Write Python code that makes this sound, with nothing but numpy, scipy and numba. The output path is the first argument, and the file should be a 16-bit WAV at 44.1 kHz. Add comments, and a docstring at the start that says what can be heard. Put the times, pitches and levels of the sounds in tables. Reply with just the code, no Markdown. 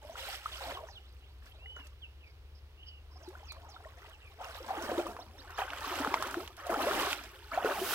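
"""A weedy pond: a man in waders walks out towards the bank, growing louder as he comes.
Each stroke of a hand or leg pushes a wave that folds air under (gulps, sloshing bubbles, plops,
slaps) and sheds a spray of drops. At the end, bank grass brushes the waders.
Songbirds call around the pond and a far engine drones under the quiet outdoor air."""
import sys
import numpy as np
from scipy import signal
from scipy.fft import rfft, irfft, next_fast_len
from scipy.io import wavfile
from scipy.ndimage import uniform_filter1d, map_coordinates
from numba import njit

SR = 44100
rng = np.random.default_rng(int(sys.argv[2]) if len(sys.argv) > 2 else 0)


def digitize_waveform(pressure):
    """Quantize a signal to 16-bit integers and store it at the path in sys.argv[1].

    Rows of a 2-D input are taken as channels; values are limited to [-1, 1].
    """
    field = np.atleast_2d(pressure).T
    bounded = np.clip(field, -1, 1)
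    quanta = np.round(bounded * 32767).astype(np.int16)
    wavfile.write(sys.argv[1], SR, quanta)


N = 350150
TIME = np.arange(N) / SR

# Pushes through the water: a hand sweeps weed aside, he turns, wades thigh deep, strides through
# the shallows and climbs the bank.
# (time at full force [s], swell [s], hold [s], gulps [dB], slosh [dB], splash [dB], spray [dB])
STROKES = [ (0.03, 0.029, 0.19, -67, -56, -72, -56.5), (0.184, 0.047, 0.16, -70, -52.5, -52, -43),
           (0.464, 0.076, 0.18, -69, -59, -53.5, -47.5), (0.62, 0.029, 0.085, -61, -44.5, -52.5, -49.5),
           (0.699, 0.03, 0.025, -52.5, -51.5, -48.5, -53.5), (.78, 0.029, 0.058, -67, -48.5, -62, -79.5),
           (1.437, 0.04, 0.028, -75, -67.5, -62.5, -62.5), (1.554, 0.052, 0.15, -74, -67, -83, -76),
           (1.765, .02, 0.028, -63, -62, -57, -70), (1.834, 0.032, 0.016, -72, -71, -70, -63.5),
           (3.191, 0.16, 0.19, -68.5, -59.5, -64.5, -66), (3.396, 0.045, 0.064, -71, -71, -62, -66.5),
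           (3.549, 0.053, 0.36, -71.5, -58.5, -63, -66), (3.989, 0.064, 0.099, -67.5, -60.5, -58, -61),
           (4.207, .08, 0.12, -74, -67.5, -68.5, -64), (4.414, 0.054, 0.029, -67, -46, -48.5, -54),
           (4.481, 0.041, 0.09, -79, -53.5, -52.5, -51.5), (4.622, 0.026, 0.056, -56.5, -55, -56.5, -54.5),
           (4.693, 0.04, .06, -63.5, -41.5, -48, -54), (4.78, 0.074, 0.084, -45.5, -45, -44.5, -52),
           (4.891, .01, .11, -43.5, -40, -45, -49), (5.059, 0.0086, 0.015, -44, -42.5, -49.5, -59),
           (5.16, 0.095, .04, -64, -51, -59, -66.5), (5.375, 0.15, 0.09, -64, -59.5, -63, -62.5),
           (5.51, 0.095, .01, -65, -59, -49, -65), (5.588, 0.025, 0.012, -51, -40, -36, -48.5),
           (5.716, 0.09, 0.07, -63, -49.5, -48.5, -50), (5.86, 0.13, 0.12, -49.5, -44, -41, -42),
           (5.998, .08, 0.15, -45, -41.5, -41.5, -49), (6.201, .08, 0.073, -49.5, -45.5, -41, -49),
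           (6.337, 0.087, 0.077, -47.5, -48, -51, -50.5), (6.577, 0.0088, 0.035, -73.5, -58, -49.5, -58),
           (6.656, .04, 0.019, -77, -42.5, -44, -53), (6.701, .012, 0.083, -44, -35.5, -41, -53.5),
           (6.807, 0.063, 0.19, -40, -38.5, -37.5, -40), (7.003, 0.13, 0.1, -44, -42, -39, -37),
           (7.212, 0.057, 0.026, -66, -59, -54, -54), (7.342, 0.088, 0.17, -67.5, -64, -64.5, -61),
           (7.526, 0.02, 0.2, -57, -42.5, -40.5, -57.5), (7.659, 0.024, 0.06, -42.5, -37, -38.5, -47),
           (7.795, 0.11, 0.12, -48, -44.5, -45.5, -42), (7.908, 0.058, 0.031, -48.5, -50, -37.5, -38.5)]
# Colour of the fine spray: (frequency [Hz], relative level [dB])
SPRAY = [(900, -29), (1400, 7.5), (2100, 8), (3100, 10), (4000, 4.5), (5200, 2), (6700, -5.5), (8000, -0.5),
         (10300, -6.5), (12500, -2.5), (15500, -7)]


def from_db(db):
    """Decibels to gain."""
    return 10 ** (np.asarray(db) / 20)


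def rms_one(x):
    """Scale to unit power."""
    return x / np.sqrt(np.mean(x ** 2) + 1e-20)


def in_time(rows):
    """Each column of an automation curve at every sample."""
    s, *columns = np.transpose(rows)
    return [np.interp(TIME, s, c) for c in columns]


def at_hz(points, hz):
    """Read a curve on a log-frequency axis."""
    f, value = np.transpose(points)
    return np.interp(np.log(np.maximum(hz, 1)), np.log(f), value)


def equalise(x, gain_at):
    """Filter by a smooth gain, given as a function of frequency."""
    size = next_fast_len(N + 4096)
    return irfft(rfft(x, size) * gain_at(np.fft.rfftfreq(size, 1 / SR)), size)[..., :N]


def coloured(x, spectrum):
    """Give a signal a spectrum, at unit power."""
    return rms_one(equalise(x, lambda hz: from_db(at_hz(spectrum, hz))))


def drift(per_s):
    """A random modulator with a spread of one, gliding to per_s new values a second."""
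    knots = rng.standard_normal(4000)
    return rms_one(map_coordinates(knots, [TIME * per_s], order=1, mode="wrap"))


def bandpass(x, low_hz, high_hz, order=2):
    """Keep one band, with gentle slopes."""
    return signal.sosfilt(signal.butter(order, [low_hz, high_hz], "band", fs=SR, output="sos"), x)


def bursts(s, level_db, t60):
    """Noise hits with an instant attack, dying by 60 dB in t60 seconds; rows: mid, side."""
    hits = np.zeros(N)
    hits[np.clip(s * SR, 0, N - 1).astype(int)] = from_db(level_db)
    envelope = signal.lfilter([1], [1, -from_db(-60 / (t60 * SR))], hits + 1e-18)
    return envelope * rng.standard_normal((2, N))


def reflections(x, t60):
    """A diffuse tail off water, reeds and bank, about as strong as the sound itself."""
    t = TIME[:SR // 2]
    tail = rng.standard_normal((2, len(t))) * from_db(-60 * t / t60) * (1 - np.exp(-20 * t / t60))
    return signal.fftconvolve(x[:1], tail / np.linalg.norm(tail[0]), axes=1)[:, :N]


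def outdoor_air(level_db):
    """A steady bed of low rumble and faint hiss."""
    # Colour of the air: (frequency [Hz], relative level [dB])
    air_spectrum = [(20, -14), (32, -19), (45, 4.5), (70, 4), (100, -1.5), (130, -15.5), (180, -25),
                    (260, -23.5), (390, -16.5), (600, -22.5), (1000, -24), (2000, -26.5), (2900, -24.5),
                    (5200, -34), (7000, -42.5), (15500, -40)]
    return from_db(level_db) * coloured(rng.standard_normal((2, N)), air_spectrum)


def far_engine(drone_hz, drone_db, waver_db):
    """Two low tones of distant machinery, wavering on their way through the air."""
    # The engine slowly speeds up, then eases off: (time [s], pitch [Hz], level [dB])
    revs = [(0, 60.9, -61), (.9, 63.7, -56), (2, 68.7, -55.5), (3, 73.3, -53), (4.5, 77.35, -60.5),
            (5.6, 79.7, -57.5), (7.94, 76.1, -71.5)]
    hz, tone_db = in_time(revs)
    climbing = from_db(tone_db + waver_db * drift(7.8)) * np.sin(2 * np.pi * np.cumsum(hz) / SR)
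    drone_gain = from_db(drone_db + waver_db * drift(3.7))
    drone = drone_gain * np.sin(2 * np.pi * np.cumsum(drone_hz + 0.47 * drift(3.6)) / SR)
    return np.sqrt(2) * (climbing + drone)


def birds(echo_db, echo_t60, warble):
    """Whistles that bend through three pitches, some with a rasping warble, trailed by their echo."""
    # Cues for each kind of note: (time [s], level [dB])
    calls = {"chip": [(.192, -41), (.33, -53.5), (.518, -44), (.736, -43), (.952, -45.5)],
             "tsip": [(.11, -60), (.871, -63.5)], "buzz": [(.875, -58), (3.215, -60), (3.45, -52.5),
             (3.685, -53.5), (4.81, -54.5)], "churr": [(.99, -63), (1.2, -63.5), (1.47, -61.5)],
             "zeet": [(1.07, -69), (2.26, -71), (2.545, -65.5), (2.855, -62)], "pip": [(3.11, -61)],
             "arch": [(1.589, -49)], "quaver": [(2.771, -55.5)], "slur": [(2.2, -60), (3.44, -54.5),
             (4.205, -57.5)], "teeu": [(2.017, -47.5), (4.115, -55)], "flick": [(5.196, -53.5),
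             (5.378, -56.5), (5.543, -55)], "hook": [(5.207, -47.5), (5.386, -48.5), (5.548, -52.5)]}
    # Shape of each kind: (length [s], start pitch [Hz], middle pitch [Hz], end pitch [Hz], rasp [0-1])
    note_shapes = {"chip": (0.038, 3900, 3130, 2820, 0.11), "tsip": (0.041, 5800, 5970, 7200, .1),
                   "buzz": (.095, 6800, 4500, 3500, .75), "zeet": (.06, 5200, 4900, 4750, 0.74),
                   "arch": (0.28, 2520, 3010, 2560, 0.063), "quaver": (0.24, 2780, 3000, 2700, 0.38),
                   "slur": (.11, 3200, 2500, 2250, 0.55), "teeu": (.055, 3600, 2830, 2600, 0.17),
                   "flick": (0.027, 5750, 5450, 4800, 0.33), "hook": (.028, 3650, 3850, 5250, 0.11),
                   "churr": (.13, 2900, 3400, 4600, 0.98), "pip": (0.07, 5200, 5220, 5180, 0.5)}
    song, shake, tremble = np.zeros(N), drift(800), drift(90)
    for kind, notes in calls.items():
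        length, *pitches, rasp = note_shapes[kind]
        progress = np.linspace(0, 1, int(length * SR))
        glide_hz = np.polyval(np.polyfit([0, .5, 1], pitches, 2), progress)
        envelope = np.sin(np.pi * progress) ** .5
        for s, level_db in notes:
            span = slice(int(s * SR), int(s * SR) + len(progress))
            hz = glide_hz * (1 + warble * rasp * shake[span])
            gain = from_db(level_db + (2.0 + 4.1 * rasp) * tremble[span])
            song[span] += gain * envelope * np.sin(2 * np.pi * np.cumsum(hz) / SR)
    direct = np.array([song, np.zeros(N)])
    return direct + from_db(echo_db) * reflections(direct, echo_t60)


def grass():
    """Blades slide over the wet waders in a smooth, bright rustle."""
    # Swell as he reaches the bank: (time [s], level [dB])
    brushing = [(0, -100), (7.5, -70), (7.7, -52), (7.82, -42.5), (7.94, -34.5)]
    # Colour of the rustle: (frequency [Hz], relative level [dB])
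    rustle_spectrum = [(2500, -3), (5000, -1), (8000, -2), (10500, 2.5), (13000, 3), (15500, 2.5)]
    level_db, = in_time(brushing)
    return from_db(level_db) * coloured(rng.standard_normal((2, N)), rustle_spectrum)


def drops(t60):
    """Single drops slap the weed mat with a bright tick."""
    # Drops landing: (time [s], level [dB])
    landings = [(1.458, -56), (1.869, -48.5), (3.2866, -51), (3.5206, -42.5), (3.701, -53), (4.8228, -39.5),
                (5.0676, -46), (5.5044, -47.5), (5.8062, -42), (6.1434, -47), (6.2243, -32.5),
                (6.2693, -38), (6.31, -39), (6.476, -44.5), (6.567, -45.5), (6.6676, -39.5), (6.74, -41),
                (7.129, -33.5)]
    s, level_db = np.transpose(landings)
    return bandpass(bursts(s, level_db, t60), 2200, 10000, order=1)


def spatter(level_db, per_s, spread_db, t60, colour_db):
    """Stray drops land at random, each tick with a size and a colour of its own."""
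    when, size, *tints = rng.random((int(per_s * N / SR), 6)).T
    tick_db = level_db[(when * N).astype(int)] + spread_db * np.minimum(-np.log(1 - size), 3)
    edges_hz, ticks = np.geomspace(1700, 15000, 5), 0
    for low, high, tint in zip(edges_hz, edges_hz[1:], tints):
        band_db = tick_db + at_hz(SPRAY, np.sqrt(low * high)) + colour_db * (tint - .5)
        ticks = ticks + bandpass(bursts(when * N / SR, band_db, t60), low, high)
    return ticks


@njit
def bubbles(s, height, hz, t60, rise, side):
    """Each bubble swells, rings down and rises in pitch as it nears the surface; rows: mid, side."""
    out = np.zeros((2, N))
    for k in range(len(s)):
        start = int(s[k] * SR)
        for i in range(max(0, -start), min(int(t60[k] * SR), N - start)):
            age = i / SR / t60[k]
            envelope = 2.4 * (1 - np.exp(-16 * age)) * np.exp(-np.log(1000) * age)
            wave = height[k] * envelope * np.sin(2 * np.pi * hz[k] * i / SR * (1 + rise[k] * age / 2))
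            out[0, start + i] += wave
            out[1, start + i] += wave * side[k]
    return out


def air_pockets(s, level_db, hz, rise, cycles, splat_db, splat_t60):
    """Large bubbles ring one by one; the closing cavity gives each a short wet splat."""
    t60 = cycles / hz  # big, low bubbles ring longer
    centred = np.zeros(len(s))
    rings = bubbles(s.copy(), from_db(level_db), hz.copy(), t60, rise * np.ones(len(s)), centred)
    return rings + bandpass(bursts(s, level_db + splat_db, splat_t60), 700, 3600)


def plops():
    """Closed pockets of air ring roundly, with little splat."""
    # Single pockets: (time [s], level [dB], pitch [Hz], pitch rise over the ring [fraction])
    cues = [(.0464, -42.5, 597, 0.029), (.095, -37.5, 653, 0), (0.1547, -37.5, 1230, 0.74),
            (.284, -37.5, 790, 0.034), (.458, -25.5, 1160, 0.58), (.6079, -38.5, 808, 0.062),
            (0.7713, -37, 1060, 0.19), (.885, -47, 950, 0.16), (.887, -43.5, 1780, .1),
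            (1.6593, -40, 2010, 0), (1.766, -41.5, 1420, 0), (3.2762, -40, 344, 0.32),
            (3.352, -41, 1290, 0.81), (3.43, -47, 804, 0.12), (3.566, -48, 1100, 0.018),
            (3.65, -48, 900, .2), (3.7634, -40.5, 1350, 0), (3.8483, -43.5, 1860, 0),
            (3.8551, -42, 630, 0.015), (4.4092, -35.5, 739, 0), (4.603, -41, 470, 0.7),
            (4.7052, -25.5, 764, 0), (4.8924, -29.5, 594, 0), (4.9776, -25.5, 348, 0.014),
            (4.986, -27, 523, 0.79), (5.0658, -33, 1136, 0.29), (5.189, -39.5, 677, 0.16),
            (5.6173, -27, 763, 0.14), (5.844, -29.5, 1132, 0.069), (5.9076, -37, 363, 0.093),
            (5.9979, -35, 276, 0.22), (6.3672, -31, 321, 0.47), (6.694, -26.5, 654, 0.17),
            (6.697, -33, 341, 0.059), (6.741, -24, 1300, 0.16), (6.8691, -24, 533, 0.59),
            (7.031, -27, 1060, 0.17), (7.5165, -30.5, 1240, .3), (7.5745, -21, 657, 0.9),
            (7.6522, -26, 378, 0.88), (7.7749, -31, 755, .3), (7.815, -28.5, 352.5, .5)]
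    return air_pockets(*np.transpose(cues), cycles=31.7, splat_db=-19, splat_t60=.06)


def slaps():
    """Water slaps shut against a leg: a choked ring with a strong splat."""
    # Single slaps: (time [s], level [dB], pitch [Hz])
    cues = [(0.7216, -36, 540), (3.5207, -39, 1160), (4.9161, -25, 470), (5.1662, -32, 1110),
            (5.59, -29.5, 730), (5.704, -26.5, 2650), (5.7335, -27, 1390), (6.0473, -20.5, 1200),
            (6.0758, -30.5, 260), (6.0732, -22.5, 1300), (6.141, -14, 960), (6.1417, -18, 2240),
            (6.2245, -21, 1140), (6.343, -22.5, 1420), (6.477, -29.5, 2900), (6.742, -25, 885),
            (6.9119, -22, 1160), (7.13, -18.5, 2430), (7.6463, -19.5, 490)]
    return air_pockets(*np.transpose(cues), rise=0.2, cycles=9.8, splat_db=-9, splat_t60=0.028)


def stirring(peaks_db, fade_db_per_s, wake_db, build_db=0):
    """Envelope in dB of one water layer: each stroke swells, holds, fades and leaves a faint wake."""
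    swell_db, wake_fade_db_per_s = 19, 20.5
    t, power = TIME[::32], 1e-9
    for (s, swell, hold, *_), peak_db in zip(STROKES, peaks_db):
        early, late = np.maximum(s - t, 0), np.maximum(t - s - hold, 0)
        hold_left = np.clip(1 - (t - s) / hold, 0, 1)
        held_db = peak_db - swell_db * early / swell - build_db * hold_left
        stroke = from_db(held_db - fade_db_per_s * late)
        wake = from_db(held_db + wake_db - wake_fade_db_per_s * late)
        power = power + stroke ** 2 + wake ** 2
    return np.interp(TIME, t, 10 * np.log10(power))


def froth(level_db, spectrum, per_s, cycles, rise, spread_db, rush_db, flutter_db, even_s):
    """A swarm of bubbles of mixed sizes over the rush of moving water, surging irregularly."""
    when, pitch, strength, ring, lift, sign, place, luck = rng.random((int(per_s * N / SR), 8)).T
    force_db = level_db - level_db.max()
    # gently stirred water makes fewer bubbles, so they stand apart
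    density = from_db(.38 * force_db)[(when * N).astype(int)]
    low, high = spectrum[0][0], min(spectrum[-1][0], SR / 3)
    hz = low * (high / low) ** pitch
    accent = from_db(spread_db * np.minimum(-np.log(1 - strength), 4))
    # small bubbles die sooner, so they need more height to carry the same power per Hz
    height = accent * hz / high * np.sign(sign - .5) / np.sqrt(density)
    t60 = cycles * (.5 + ring) / hz * (luck < density)
    swarm = bubbles(when * N / SR, height, hz, t60, rise * lift, np.sqrt(2) * np.cos(np.pi * place))
    rush_gain = from_db(rush_db + 0.2 * force_db)  # gentle strokes leave bare bubbles
    water = coloured(swarm, spectrum) + rush_gain * coloured(rng.standard_normal((2, N)), spectrum)
    water = water * from_db(flutter_db * drift(45))
    # even out the slow swings, so the strokes set the loudness
    window = int(even_s * SR)
    power = uniform_filter1d(uniform_filter1d(water[0] ** 2, window), window)
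    return from_db(level_db) * water / np.sqrt(np.abs(power) + 1e-9)


def wading():
    """Legs fold big air pockets under, the wave breaks into smaller bubbles, and drops patter back."""
    # Colours of deep gulps, mid slosh and bright splash: (frequency [Hz], relative level [dB])
    gulp_spectrum = [(100, -12), (160, -18.5), (230, -8), (330, 3), (420, 3), (550, -26.5), (750, -22)]
    slosh_spectrum = [(290, -47), (400, -18), (520, -7.5), (720, -3), (920, -6), (1200, -16), (1700, -43)]
    splash_spectrum = [(700, -28), (950, -6.5), (1250, -1.5), (1600, -5), (2100, -12.5), (3100, -16.5),
                       (4500, -29.5), (7000, -28)]
    gulp_peaks, slosh_peaks, splash_peaks, spray_peaks = np.transpose(STROKES)[3:]
    gulp_db = stirring(gulp_peaks, fade_db_per_s=220, wake_db=-19)
    slosh_db = stirring(slosh_peaks, fade_db_per_s=171, wake_db=-26.5)
    splash_db = stirring(splash_peaks, fade_db_per_s=135, wake_db=-23)
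    spray_db = stirring(spray_peaks, fade_db_per_s=159, wake_db=-19, build_db=4)
    gulps = froth(gulp_db, gulp_spectrum, per_s=260, cycles=28, rise=0.585,
                  spread_db=5, rush_db=-4, flutter_db=2, even_s=0.041)
    slosh = froth(slosh_db, slosh_spectrum, per_s=520, cycles=41, rise=0.27,
                  spread_db=2.5, rush_db=-6.5, flutter_db=0.5, even_s=0.054)
    splash = froth(splash_db, splash_spectrum, per_s=1600, cycles=36.4, rise=0.28,
                   spread_db=3.5, rush_db=-3.5, flutter_db=2.5, even_s=0.064)
    spray = froth(spray_db, SPRAY, per_s=4500, cycles=24, rise=.1,
                  spread_db=3.8, rush_db=2, flutter_db=1.3, even_s=.07)
    ticks = spatter(spray_db - 6, per_s=24, spread_db=2.2, t60=.013, colour_db=14)
    return gulps + slosh + splash + spray + ticks


def stereo_image(mid, side):
    """Two microphone ports share the bass, differ in the treble, and the right one hears him first."""
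    # How alike the two sides are: (frequency [Hz], likeness [0-1])
    likeness = [(60, .97), (400, .97), (800, .93), (1300, .9), (2000, .4), (3000, .65), (4300, .2),
                (6000, .43), (9000, .15), (15000, .16)]
    # Tilt between the sides: (frequency [Hz], left minus right [dB])
    balance = [(60, 1), (200, 2.5), (700, -0.2), (1300, 0), (1900, -0.3), (2900, -3.5), (4300, -7),
               (5900, -10), (8000, -1), (15000, -4)]
    # His bearing, applied to the whole mix: (time [s], lead of the right side [ms])
    bearing = [(0, 0.12), (1, 0.14), (4.8, 0.13), (5.8, 0.056), (6.9, 0.089), (7.6, 0.059), (7.94, 0.0025)]
    mid = equalise(mid, lambda hz: np.sqrt((1 + at_hz(likeness, hz)) / 2))
    side = equalise(side, lambda hz: np.sqrt((1 - at_hz(likeness, hz)) / 2))
    left = equalise(mid + side, lambda hz: from_db(at_hz(balance, hz) / 2))
    right = equalise(mid - side, lambda hz: from_db(-at_hz(balance, hz) / 2))
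    lead_ms, = in_time(bearing)
    late_left = map_coordinates(left, [np.arange(N) - lead_ms * SR / 1000], order=3)
    return np.array([late_left, right])


def scene():
    """Water, grass and birds over the outdoor air and the far engine."""
    water = wading() + plops() + slaps() + drops(t60=0.038)
    echoes = from_db(-23) * reflections(water, t60=.16)
    air = outdoor_air(level_db=-56.5)
    song = birds(echo_db=-14, echo_t60=0.28, warble=0.086)
    mid, side = water + echoes + air + grass() + song
    engine = far_engine(drone_hz=47.3, drone_db=-68, waver_db=1)
    return stereo_image(mid + engine, side)


def record(dry):
    """A steep low-pass takes off the very top."""
    cutoff_hz = 15750
    return signal.sosfilt(signal.ellip(10, .1, 80, cutoff_hz, fs=SR, output="sos"), dry)


dry = scene()
out = record(dry)
digitize_waveform(out)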